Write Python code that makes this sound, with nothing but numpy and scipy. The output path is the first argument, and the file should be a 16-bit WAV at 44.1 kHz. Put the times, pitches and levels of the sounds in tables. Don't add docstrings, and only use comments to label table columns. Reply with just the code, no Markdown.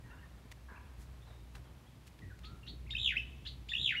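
import sys
import numpy as np
from scipy import signal
from scipy.fft import rfft, irfft, next_fast_len
from scipy.io import wavfile
from scipy.ndimage import map_coordinates

SR = 44100
rng = np.random.default_rng(int(sys.argv[2]) if len(sys.argv) > 2 else 0)


def file_out(sig):
    cols = np.atleast_2d(sig).T
    lim = np.clip(cols, -1, 1)
    pcm = np.round(lim * 32767).astype(np.int16)
    wavfile.write(sys.argv[1], SR, pcm)


N = 176400


def near_bird():
    beak = [(1500, -0.5), (4300, 1), (4900, -6.5), (5600, -9), (6400, -7), (7200, 0.5), (7900, -14),
            (9000, -4), (10000, 0.5), (11700, -3.5), (12800, -2), (14200, -4), (15500, -10)]
    return colour(slurs() + trills(), beak)


def slurs():
    # start_s, length_s, start_hz, end_hz, rise_s, relative_level_db, roughness (0-1)
    notes = [(2.433, .012, 3000, 3500, .005, -55, .9), (2.443, .015, 2200, 4250, .013, -48, .5),
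             (2.630, .012, 2600, 2800, .004, -54, .3), (2.663, .013, 2600, 3650, .008, -53, .9),
             (2.674, .016, 2600, 4450, .015, -43, .35), (3.450, .014, 2650, 3550, .008, -47, .8),
             (3.460, .019, 2500, 4250, .016, -39, .45), (2.901, .007, 3900, 5200, .006, -50, .5),
             (3.685, .008, 3800, 5000, .007, -49, .8), (2.905, .013, 2200, 3700, .006, -35, .1),
             (3.687, .026, 2100, 3560, .010, -37, .15), (3.716, .013, 3400, 3560, .005, -37, .15),
             (3.152, .015, 1750, 2300, .014, -39, .1), (3.166, .010, 2350, 2700, .009, -25, .05),
             (3.175, .011, 2750, 2980, .007, -32, .05), (3.948, .012, 1750, 2300, .011, -32, .05),
             (3.958, .046, 2300, 2880, .013, -34, .05)]
    out = np.zeros(N)
    for start_s, length_s, start_hz, end_hz, rise_s, db, roughness in notes:
        t = times(length_s)
        glide = np.sin(np.pi / 2 * np.clip(t / rise_s, 0, 1)) ** 1.416
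        hz = start_hz + (end_hz - start_hz) * glide
        envelope = amp(db - 5.5) * gate(t, 0.39 * length_s, 0.28 * length_s)
        add(out, start_s, envelope * syrinx(hz, roughness))
    return out


def trills():
    arches = [
        [(2.932, 1695, -53), (2.942, 1780, -53), (2.953, 2652, -33.5), (2.986, 3520, -39), (3.016, 3727, -38),
         (3.060, 3272, -28.5), (3.078, 2936, -28.5), (3.108, 2256, -35.5), (3.127, 1725, -42),
         (3.151, 1620, -49)],
        [(3.715, 1830, -33), (3.724, 1864, -46), (3.737, 2650, -33.5), (3.754, 2923, -32), (3.772, 3370, -37.5),
         (3.822, 3652, -36), (3.858, 3418, -29.5), (3.894, 2606, -31), (3.925, 1798, -36), (3.949, 1390, -51)],
    ]
    pulses = [(2.954, .01545), (3.738, .01555)]  # peak_time_s, period_s
    dip_db = 26
    out = np.zeros(N)
    for arch, (peak_s, period_s) in zip(arches, pulses):
        time_s, pitch_hz, db = np.transpose(arch)
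        t = times(time_s[-1] - time_s[0])
        now_s = time_s[0] + t
        pulse_phase = 2 * np.pi * (now_s - peak_s) / period_s
        swoop = np.linspace(0.13, 0.23, len(t))
        hz = np.interp(now_s, time_s, pitch_hz) * (1 - swoop / 2 * np.sin(pulse_phase))
        peak_db = np.interp(now_s, time_s, db) + 1
        envelope = amp(peak_db - dip_db * (1 - np.cos(pulse_phase)) / 2)
        add(out, time_s[0], envelope * gate(t, 0.0033, 0.003) * syrinx(hz))
    return out


def syrinx(hz, roughness=0):
    overtones = [(2, -28), (3, -40), (4, -45.5), (5, -46)]  # harmonic_number, level_db
    jitter = 0.016 * wobble(605.5, len(hz)) + roughness * 0.098 * wobble(1700, len(hz))
    phase = 2 * np.pi * np.cumsum(hz * (1 + jitter)) / SR
    tone = np.sin(phase) + sum(amp(db) * np.sin(k * phase) for k, db in overtones)
    half_orders = np.sin(phase / 2) + np.sin(1.5 * phase)
    return np.sqrt(2) * (tone + 0.49 * roughness ** 2 * half_orders)


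def grove(voice):
    scatter_tilt = [(1500, 4), (3000, 2.5), (4200, 8.5), (7000, 9.5)]
    direct_tilt = [(3000, 1.5), (4200, -2.5), (6500, 3)]
    early = amp(-4.5) * reverberation(colour(voice, scatter_tilt), t60_s=0.21, onset_s=0.0017)
    late = amp(-15.5) * reverberation(voice, t60_s=0.87, onset_s=0.013)
    return colour(voice, direct_tilt) + early + late


def reverberation(x, t60_s, onset_s):
    t = times(1)
    build_up = 1 - np.exp(-(t / onset_s) ** 2)
    tail = rng.standard_normal(SR) * amp(-60 * t / t60_s) * build_up
    return signal.fftconvolve(x, tail / np.linalg.norm(tail))[:N]


def far_birds():
    whistles = [(0.034, 0.044, 1886, 1873, 1910, -61.5), (0.093, 0.029, 1470, 1850, 1810, -57.5),
                (0.106, 0.021, 2740, 2750, 2680, -57), (0.112, 0.036, 1302, 1518, 1470, -54.5),
                (.183, 0.025, 2850, 2840, 2840, -63), (0.226, 0.025, 1890, 1795, 1800, -55.5),
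                (0.751, .035, 2280, 2765, 2100, -56), (1.22, .025, 3340, 3730, 3700, -62),
                (1.257, 0.12, 4090, 3760, 3700, -66.5), (1.645, 0.044, 3390, 3180, 3000, -70),
                (1.863, 0.024, 3120, 3400, 3300, -64), (2.219, 0.027, 1946, 1938, 1830, -51),
                (2.300, 0.035, 1770, 1475, 1500, -53), (2.437, 0.054, 1210, 1283, 1300, -56),
                (2.483, 0.069, 1344, 1370, 1350, -60), (2.863, 0.028, 1920, 2750, 2120, -56),
                (2.891, 0.016, 2280, 2130, 2030, -49)]
    caws = [(0.055, 0.19, -60.5), (0.685, 0.12, -51)]  # start_s, length_s, relative_level_db
    formants = [(300, -26), (800, -5), (980, 8.5), (1100, 2), (1300, -2.5), (1500, 1), (1660, 8),
                (1850, -7.5), (2100, -7), (4000, -35), (8000, -68)]
    tones, caw_envelope = np.zeros(N), np.zeros(N)
    for start_s, length_s, start_hz, middle_hz, end_hz, db in whistles:
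        t = times(length_s)
        hz = np.interp(t, [0, length_s / 2, length_s], [start_hz, middle_hz, end_hz])
        add(tones, start_s, amp(db) * gate(t, 0.003, 0.0094) * syrinx(hz, roughness=0.075))
    for start_s, length_s, db in caws:
        add(caw_envelope, start_s, amp(db) * gate(times(length_s), 0.0056, 0.03))
    calls = amp(-7) * (tones + caw_envelope * noise(formants))
    return calls + amp(-3.5) * reverberation(calls, t60_s=0.76, onset_s=0.0033)


def leaves():
    crackles = [(.520, .008, -51, -58), (1.02, .04, -72, -66), (1.557, .008, -57, -70),
                (1.57, .03, -66, -68), (2.076, .016, -62, -63), (2.192, .004, -53, -75),
                (2.392, .003, -58, -64)]
    # centre_s, width_s, level_db
    rustles = [(.2, 0.7, -71.5), (1.1, 0.6, -70.5), (1.31, 0.059, -71), (1.57, 0.027, -66),
               (1.72, 0.28, -70)]
    bumps = [(.455, 0.011, -60), (.72, 0.0089, -52), (2.54, 0.0099, -55), (2.72, 0.052, -54.5),
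             (3.18, 0.018, -53), (3.35, .06, -63)]
    # frequency_hz, gain_db
    body_spectrum = [(300, -20), (1000, 1), (1800, 7.5), (4000, 3.5), (6000, -7), (15000, -35)]
    crunch_spectrum = [(1500, -25), (4500, -3.5), (8000, -4.5), (15000, -12.5)]
    rustle_spectrum = [(200, -21), (500, -0.5), (1000, -3.5), (1600, -6), (3000, -19.5), (8000, -32),
                       (15000, -44)]
    bump_spectrum = [(60, -37), (150, -0.5), (220, -4.5), (400, -10), (800, -31.5), (2000, -90)]
    body = swells([(s, width, db) for s, width, db, _ in crackles])
    body *= grainy_noise(body_spectrum, depth_db=4.2, rate_hz=500)
    crunch = swells([(s, width, db) for s, width, _, db in crackles])
    crunch *= grainy_noise(crunch_spectrum, depth_db=1.9, rate_hz=500)
    rustle = swells(rustles) * grainy_noise(rustle_spectrum, depth_db=2.4, rate_hz=120)
    return body + crunch + rustle + swells(bumps) * noise(bump_spectrum)


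def wind():
    gusts = [(0, -61), (.5, -62.5), (1.3, -61.5), (1.5, -60.5), (2.08, -63.5), (2.2, -56), (2.7, -58.5),
             (3.3, -56), (3.65, -60.5), (4, -55.5)]
    spectrum = [(20, -36), (30, -29), (42, -3), (60, 3.5), (85, 0), (130, -1), (180, -8), (260, -12.5),
                (400, -19), (800, -44), (2000, -100)]
    return level(gusts) * amp(4 + 2.1 * wobble(20)) * noise(spectrum)


def hum():
    contour = [(0, -58.5), (.7, -56.5), (1.0, -54), (1.65, -55), (1.85, -64), (2.05, -60), (2.25, -59),
               (2.8, -49.5), (4, -54)]
    pitch_hz, waver_hz = 59.9, 3.416
    phase = 2 * np.pi * np.cumsum(pitch_hz + waver_hz * wobble(14)) / SR
    fundamental = amp(1.7 * wobble(12)) * np.sin(phase)
    octave = amp(-9 + 1.6 * wobble(10)) * np.sin(2 * phase)
    return np.sqrt(2) * level(contour) * (fundamental + octave)


def air():
    spectrum = [(120, -15), (250, 2), (450, -3.5), (700, -4), (1000, -5), (1500, -9.5), (2200, -8.5),
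                (3800, -12.5), (5500, -16.5), (7500, -19), (9500, -20), (10400, -31), (12500, -25),
                (15500, -25.5)]
    hiss_hz, width_hz = 11270, 1100
    broadband = amp(-66 + 0.23 * wobble(5.22)) * noise(spectrum)
    hiss = filtered(rng.standard_normal(N), lambda hz: np.exp(-((hz - hiss_hz) / width_hz) ** 2))
    return broadband + amp(-82) * unit(hiss)


def amp(db):
    return 10 ** (np.asarray(db) / 20)


def unit(x):
    return x / np.sqrt(np.mean(x ** 2) + 1e-20)


def times(length_s):
    return np.arange(int(length_s * SR)) / SR


def wobble(rate_hz, size=N):
    knots = rng.standard_normal(int(size * rate_hz / SR) + 4)
    return map_coordinates(knots, [np.arange(size) * rate_hz / SR])


def filtered(x, response):
    size = next_fast_len(N + SR // 2)
    return irfft(rfft(x, size) * response(np.fft.rfftfreq(size, 1 / SR)), size)[:N]


def colour(x, spectrum):
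    frequency_hz, gain_db = np.transpose(spectrum)
    return filtered(x, lambda hz: amp(np.interp(np.log(hz + 1), np.log(frequency_hz), gain_db)))


def noise(spectrum):
    return unit(colour(rng.standard_normal(N), spectrum))


def grainy_noise(spectrum, depth_db, rate_hz):
    return unit(noise(spectrum) * amp(depth_db * wobble(rate_hz)))


def level(contour):
    return amp(np.interp(np.arange(N) / SR, *np.transpose(contour)))


def swells(rows):
    t = np.arange(N) / SR
    return sum(amp(db) * np.exp(-2 * ((t - centre_s) / width_s) ** 2) for centre_s, width_s, db in rows)


def gate(t, attack_s, release_s):
    attack = np.sin(np.pi / 2 * np.clip(t / attack_s, 0, 1))
    release = np.sin(np.pi / 2 * np.clip((t[-1] - t) / release_s, 0, 1))
    return attack * release


def add(out, start_s, x):
    part = out[max(round(start_s * SR), 0):][:len(x)]
    part += x[:len(part)]


def scene():
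    return (grove(near_bird()) + far_birds() + leaves() + air() + wind() + hum())[None]


def record(dry):
    cutoff_hz = 15750
    return filtered(dry[0], lambda hz: hz < cutoff_hz)[None]


dry = scene()
out = record(dry)
file_out(out)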